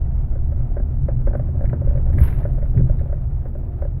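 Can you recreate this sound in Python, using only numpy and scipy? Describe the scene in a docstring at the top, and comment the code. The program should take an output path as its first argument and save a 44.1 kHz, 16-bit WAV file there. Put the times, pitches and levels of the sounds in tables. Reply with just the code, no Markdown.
"""Driving on a rough dirt road

From the driver's seat of a slow vehicle, you hear uneven ground shake the body and make the cabin boom.
The floor drums, the tyres roar dully on grit, and the suspension clunks at the ruts.
Two deep bumps thump the body. The first also crunches gravel, shakes the plastic trim
and sets small loose metal jingling. A faint hiss lies under it all."""
import sys
import numpy as np
from scipy import signal
from scipy.fft import rfft, irfft
from scipy.io import wavfile
from scipy.ndimage import uniform_filter1d

SR = 44100
rng = np.random.default_rng(int(sys.argv[2]) if len(sys.argv) > 2 else 0)


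def log_audio(samples):
    """Write samples as a 16-bit WAV file to the path given in sys.argv[1]."""
    # one column per channel
    frames = np.atleast_2d(samples).T
    # limit to full scale, then quantise
    limited = np.clip(frames, -1, 1)
    pcm = np.round(limited * 32767).astype(np.int16)
    wavfile.write(sys.argv[1], SR, pcm)


N = 176400  # 4 seconds

# How each low sound swells and fades: time_s, relative_level_db
SHUDDER_LEVEL = [(0.0, -21), (0.49, -19), (1.06, -22), (1.28, -16), (1.53, -29), (1.66, -15), (1.79, -34),
                 (1.86, -17), (2.81, -19.5), (2.84, -12.5), (2.95, -20.5), (3.8, -28.5), (3.82, -21),
                 (4.0, -29.5)]  # deep shaking of the body
BOOM_LEVEL = [(0.0, -43), (0.02, -19.5), (0.42, -24), (0.47, -18.5), (0.73, -24), (1.15, -17), (1.2, -21.5),
              (2.05, -18), (2.24, -14), (2.27, -20.5), (2.75, -22), (2.77, -14), (3.07, -21.5), (3.4, -22),
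              (3.43, -27.5), (4.0, -23)]  # boom of the cabin
THRUM_LEVEL = [(0.0, -45), (1.73, -38.5), (2.1, -44.5), (2.16, -31), (2.28, -40.5), (2.72, -42),
               (2.81, -28.5), (2.85, -40), (3.39, -51.5), (3.48, -42), (3.94, -48), (4.0, -41)]  # low note of the floor panels
HOLLOW_LEVEL = [(0, -53), (1.0, -53), (1.4, -47), (2.1, -47), (2.2, -42.5), (2.45, -44), (2.72, -49),
                (2.8, -35), (2.9, -48), (3.3, -55), (3.6, -47), (3.85, -46.5), (4, -52)]  # their higher, hollow note
ROAR_LEVEL = [(0.0, -41.5), (1.09, -43), (1.2, -41), (1.84, -41), (2.25, -36.5), (2.56, -40.5), (2.72, -39),
              (2.96, -39.5), (3.14, -44), (3.43, -43.5), (3.68, -43), (4.0, -44)]  # tyres

# The tone of each noise, or how strong it is from low to high: pitch_hz, relative_level_db
RUMBLE_TONE = [(14, -8.5), (26, -1), (35, 4.5), (50, -12), (64, -0.5), (77, -3), (98, -12.5), (124, -6),
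               (145, -14), (170, -22), (200, -26.5), (300, -37.5)]  # body and cabin
SCRAPE_TONE = [(300, -4), (420, 2.5), (600, 0), (750, -5), (1000, -13), (1300, -14), (1600, -10.5),
               (1850, -17), (2100, -22), (2500, -35), (4000, -53), (8000, -81)]  # scrape inside a clunk
PANEL_TONE = [(190, -4.5), (235, 2), (270, -4.5), (315, -7), (362, -0.5), (410, -12.5), (460, -12.5)]  # floor panels
ROAR_TONE = [(88, -27.5), (150, 0.5), (163, -3), (187, -16.5), (255, -15.5), (385, -26), (465, -32),
             (551, -33), (701, -30), (764, -37), (818, -36.5), (1110, -46), (1280, -44.5), (1600, -51),
             (2060, -55), (6840, -87.5), (9000, -94), (11700, -113), (19800, -120)]  # tyres
TRIM_TONE = [(900, -1), (1300, -0.5), (1700, 3.5), (2250, 1), (2600, -16), (3500, -22.5), (5000, -37.5),
             (9000, -50)]  # plastic trim
GRAVEL_TONE = [(530, -30.5), (900, 0.5), (1190, -3.5), (1430, -7), (1680, -2), (1840, -10), (2270, -9.5),
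               (2600, -12.5), (5100, -32), (9000, -39.5), (11700, -67.5), (19800, -120)]  # crunching gravel
METAL_TONE = [(7000, -30), (9000, -19.5), (10000, -5.5), (10600, 0.5), (11500, -1), (12300, 1.5),
              (13000, -6), (14000, -10), (15600, -8)]  # loose metal
HISS_TONE = [(2940, -34), (5000, -4.5), (7150, -24), (8240, -19), (9640, -13.5), (11900, -0.5),
             (15600, 0.5)]  # microphone hiss

# Thumps of the body over bumps (fade is the time to drop 60 dB): start_s, pitch_hz, level_db, rise_s, fade_s
THUMPS = [(1.101, 70, -14, 0.021, 0.11), (1.939, 128.3, -22, .025, 0.18), (2.125, 92.2, -12, .03, .22),
          (2.197, 69.1, -6, .022, 0.17), (2.755, 126, -8.5, .014, 0.26), (2.78, 162, -19, 0.0195, 0.25),
          (2.765, 410, -31, .02, .2), (2.821, 44, -10, .03, 0.28)]
# Clunks of the suspension: start_s, level_db, hardness_db
CLUNKS = [(.353, -35, 4), (.518, -30, -3), (.597, -37, -3), (0.764, -22.5, 1), (.794, -32, 4),
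          (1.082, -21.5, 2), (1.269, -20, 1), (1.305, -33.5, 0), (1.33, -28, 4), (1.347, -22.5, 4),
          (1.392, -29, 4), (1.484, -36, 0), (1.548, -36, -2), (1.587, -32, -2), (1.605, -26.5, 1),
          (1.620, -34.5, 0), (1.636, -29.5, 1), (1.727, -22, 2), (1.814, -24, -4), (1.841, -39.5, 0),
          (1.869, -28, -4), (1.905, -30, -3), (1.926, -35, -3), (1.950, -25, -6), (1.97, -29, -2),
          (1.994, -34.5, -3), (2.060, -34, 0), (2.097, -31.5, -2), (2.179, -29.5, 2), (2.198, -32.5, 0),
          (2.415, -33, 3), (2.448, -23.5, 1), (2.577, -32, -2), (2.622, -30, -2), (2.743, -35.5, -2),
          (2.760, -49.5, 0), (2.798, -31, 0), (2.892, -27, -4), (3.007, -29, -4), (3.053, -34.5, -4),
          (3.093, -32.5, -3), (3.123, -25, -2), (3.453, -32, 4), (3.549, -30.5, -3), (3.628, -39, -2),
          (3.672, -43, -2), (3.818, -22, -2), (3.848, -26, -4)]
# Notes the vehicle's frame rings with at a clunk: pitch_hz, relative_level_db, rise_s, fade_s
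FRAME_NOTES = [(238, -15.5, 0.0091, 0.17), (350, -16, .005, 0.15), (443, -12.5, 0.0054, .04),
               (564, -.7, .009, 0.032), (745, -11.5, .006, 0.017), (880, -19, .004, 0.021),
               (1190, -28, .003, .025), (1340, -27, .003, 0.023), (1524, -19.5, 0.0054, 0.031),
               (1578, -20.5, 0.0051, .03), (1970, -34, 0.0025, .02), (2190, -42, 0.0021, .025)]
# Bursts of chatter from the plastic trim: start_s, level_db
TRIM_HITS = [(1.654, -40.5), (1.694, -43.5), (1.851, -54), (1.889, -50.5), (1.975, -48), (2.062, -49.5),
             (2.129, -43), (2.183, -33.5), (2.231, -35.5), (2.283, -38), (2.326, -43), (2.383, -55),
             (2.430, -43), (2.618, -48.5), (2.773, -39.5), (2.992, -48)]
# Small plastic ticks: start_s, pitch_hz, level_db
TRIM_TICKS = [(.553, 5130, -68), (2.406, 5020, -63), (2.992, 3700, -58), (3.584, 13500, -49)]
# Clinks of loose metal: start_s, level_db
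CLINKS = [(1.235, -68), (1.371, -65), (1.626, -66), (1.655, -66), (1.695, -69), (2.127, -59), (2.142, -62),
          (2.185, -51), (2.204, -41), (2.222, -55), (2.2355, -44), (2.250, -51), (2.382, -57),
          (2.532, -61.5), (2.6665, -67), (2.775, -68), (2.89, -68), (3.481, -67)]

SHUDDER_TOP_HZ, BOOM_TOP_HZ, THRUM_TOP_HZ, HOLLOW_TOP_HZ = 54, 184.6, 315, 456
BIG_BUMP_S = 2.239  # loose parts rattle hardest here


def rumble(boom_db=-1):
    """Uneven ground shakes the body and makes the cabin boom with its own low notes."""
    shudder = steady(colour(noise(), RUMBLE_TONE, high_hz=SHUDDER_TOP_HZ), samples=6000)
    boom = steady(colour(noise(), RUMBLE_TONE, SHUDDER_TOP_HZ, BOOM_TOP_HZ), samples=3500)
    return shudder * level(SHUDDER_LEVEL) + gain(boom_db) * boom * level(BOOM_LEVEL)


def bumps():
    """Deep bumps set the body booming for a moment."""
    thumps = np.zeros(N)
    for start_s, pitch_hz, level_db, rise_s, fade_s in THUMPS:
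        add(thumps, start_s, gain(level_db) * ring(pitch_hz, rise_s, fade_s))
    return thumps


def suspension(scrape_db=-13, detune=0.033, spread_db=3):
    """Each clunk rings the frame. Harder ones bring out more of its other notes and a short scrape."""
    hits = [(start_s, level_db + hardness_db) for start_s, level_db, hardness_db in CLUNKS]
    force = strikes(hits, rise_s=0.006, fade_s=0.085)
    scrape = grains(per_s=3900, spread_db=1.0) * force
    clunks = gain(scrape_db) * colour(scrape, SCRAPE_TONE, low_hz=260)
    for start_s, level_db, hardness_db in CLUNKS:
        for pitch_hz, note_db, rise_s, fade_s in FRAME_NOTES:
            pitch_luck, level_luck = rng.uniform(-1, 1, 2)  # no two clunks are alike
            is_main_note = 480 < pitch_hz < 660
            extra_db = (0 if is_main_note else hardness_db) + spread_db * level_luck
            note = ring(pitch_hz * (1 + detune * pitch_luck), rise_s, fade_s)
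            add(clunks, start_s, gain(level_db + note_db + extra_db) * note)
    return cabin_echo(clunks, echo_db=-14, fade_s=0.18)


def floor_panels(hollow_db=-0.5):
    """Lumps in the road drum on the floor, which answers with a low thrum and a hollow note."""
    thrum = steady(colour(noise(), PANEL_TONE, BOOM_TOP_HZ, THRUM_TOP_HZ), samples=2500)
    hollow = steady(colour(noise(), PANEL_TONE, THRUM_TOP_HZ, HOLLOW_TOP_HZ), samples=2500)
    return thrum * level(THRUM_LEVEL) + gain(hollow_db) * hollow * level(HOLLOW_LEVEL)


def tyres(roar_db=-7.3, flutter_db=1.5):
    """Grit under the tread blurs into a roar, muffled by the floor."""
    grit = grains(per_s=12000, spread_db=0.8)
    roar = unit(colour(grit, ROAR_TONE, low_hz=420))
    return roar * level(ROAR_LEVEL) * gain(roar_db + flutter_db * wander(rate_hz=25))


def plastic_trim(tick_cycles=55):
    """Plastic panels chatter in short bursts and tick now and then."""
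    force = strikes(TRIM_HITS, rise_s=0.002, fade_s=0.047)
    chatter = colour(grains(per_s=8000, spread_db=1.1) * force, TRIM_TONE, low_hz=850)
    for start_s, pitch_hz, level_db in TRIM_TICKS:
        tick = ring(pitch_hz, rise_s=0.0003, fade_s=tick_cycles / pitch_hz)
        add(chatter, start_s, gain(level_db) * tick)
    return cabin_echo(chatter, echo_db=-10.5, fade_s=0.17)


def gravel():
    """Loose stones crunch under the wheel at the big bump."""
    force = shake(peak_db=-44, build_s=0.033, settle_s=0.097)
    crunch = colour(grains(per_s=1100, spread_db=1.5) * force, GRAVEL_TONE, low_hz=800)
    return cabin_echo(crunch, echo_db=-6.5, fade_s=0.072)


def loose_metal():
    """Small metal pieces clink together and go on shivering faintly after the big bump."""
    jingle = shake(peak_db=-51, build_s=0.025, settle_s=0.065)
    shiver = shake(peak_db=-70.5, build_s=0.1, settle_s=0.6)
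    clinks = strikes(CLINKS, rise_s=0.001, fade_s=0.06)
    force = np.sqrt(jingle ** 2 + shiver ** 2 + clinks ** 2)
    metal = colour(grains(per_s=12000, spread_db=1.0) * force, METAL_TONE, low_hz=8000)
    ping = gain(-40) * ring(pitch_hz=12200, rise_s=0.003, fade_s=0.07)  # left by a hard clink
    add(metal, start_s=2.233, sound=ping)
    return cabin_echo(metal, echo_db=-8.5, fade_s=0.18)


def hiss(level_db=-74):
    """The microphone adds a faint, steady hiss."""
    return gain(level_db) * colour(noise(), HISS_TONE, low_hz=4840)


def cabin_echo(sound, echo_db, fade_s):
    """Adds the short, crowded echoes of a padded cabin, starting after 8 ms."""
    t = np.arange(SR // 3) / SR
    tail = rng.standard_normal(len(t)) * gain(-60 * t / fade_s) * (t > 0.008)
    return sound + gain(echo_db) * signal.fftconvolve(sound, tail / np.linalg.norm(tail))[:N]


def gain(db):
    """Turns decibels into a number to multiply by."""
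    return 10 ** (np.asarray(db) / 20)


def unit(sound):
    """Scales a sound to an average strength (rms) of 1."""
    return sound / np.sqrt(np.mean(sound ** 2) + 1e-20)


def clock():
    """The time of every sample, in seconds."""
    return np.arange(N) / SR


def level(points):
    """Joins (time_s, level_db) points into a volume curve."""
    return gain(np.interp(clock(), *np.transpose(points)))


def add(mix, start_s, sound):
    """Mixes a sound in at the given time."""
    part = mix[max(round(start_s * SR), 0):][:len(sound)]
    part += sound[:len(part)]


def noise():
    """White noise: all pitches, equally strong."""
    return rng.standard_normal(N)


def colour(sound, tone, low_hz=None, high_hz=None):
    """Shapes a sound with a tone table, cutting steeply below low_hz and above high_hz."""
    hz = np.fft.rfftfreq(N, 1 / SR) + 1e-3
    pitch_hz, level_db = np.transpose(tone)
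    shape = gain(np.interp(np.log(hz), np.log(pitch_hz + 0.0011), level_db))
    if low_hz:
        shape /= np.sqrt(1 + (low_hz / hz) ** 12)
    if high_hz:
        shape /= np.sqrt(1 + (hz / high_hz) ** 12)
    return irfft(rfft(sound) * unit(shape), N)


def wander(rate_hz):
    """A smooth, random drift up and down."""
    hz = np.fft.rfftfreq(N, 1 / SR)
    return unit(irfft(rfft(noise()) * np.exp(-(hz / rate_hz) ** 2), N))


def grains(per_s, spread_db):
    """Tiny impacts of uneven size at random times."""
    size = gain(spread_db * np.minimum(rng.exponential(1, N), 4))
    return unit(noise() * size * (rng.random(N) < per_s / SR))


def steady(sound, samples):
    """Evens out the slow swells of a noise and keeps its quick flutter."""
    power = uniform_filter1d(uniform_filter1d(sound ** 2, samples), samples)
    return sound / np.sqrt(power + 1e-20)


def ring(pitch_hz, rise_s, fade_s):
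    """One pure note that swells, then drops 60 dB in fade_s."""
    t = np.arange(SR // 2) / SR
    swell = np.sin(np.pi / 2 * np.minimum(t / rise_s, 1)) ** 2
    fade = gain(-60 * np.maximum(t - rise_s, 0) / fade_s)
    return swell * fade * np.sin(2 * np.pi * pitch_hz * (t - rise_s))


def strikes(hits, rise_s, fade_s):
    """The volume curve of a row of short hits."""
    t, power = np.arange(SR // 2) / SR, np.zeros(N)
    for start_s, level_db in hits:
        hit = np.minimum(t / rise_s, 1) * gain(level_db - 60 * t / fade_s)
        add(power, start_s, hit ** 2)
    return np.sqrt(power)


def shake(peak_db, build_s, settle_s):
    """The volume curve of a rattle that builds and settles around the big bump."""
    t = clock() - BIG_BUMP_S
    return gain(peak_db) * np.exp(np.minimum(t / build_s, -t / settle_s))


def scene():
    """Everything heard at the driver's seat, in one channel."""
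    ride = rumble() + floor_panels() + tyres() + suspension() + bumps()
    rattles = plastic_trim() + gravel() + loose_metal()
    return (ride + rattles + hiss())[None]


def record(dry, edge_s=0.012, cutoff_hz=15800):
    """Softens the start and end, then cuts the very highest treble."""
    from_edge_s = np.minimum(clock(), clock()[::-1])
    fade = np.sin(np.pi / 2 * np.minimum(from_edge_s / edge_s, 1))
    treble_cut = signal.firwin(511, cutoff_hz, window=("kaiser", 9), fs=SR)
    return signal.oaconvolve(dry * fade, treble_cut[None], "same")


dry = scene()
out = record(dry)
log_audio(out)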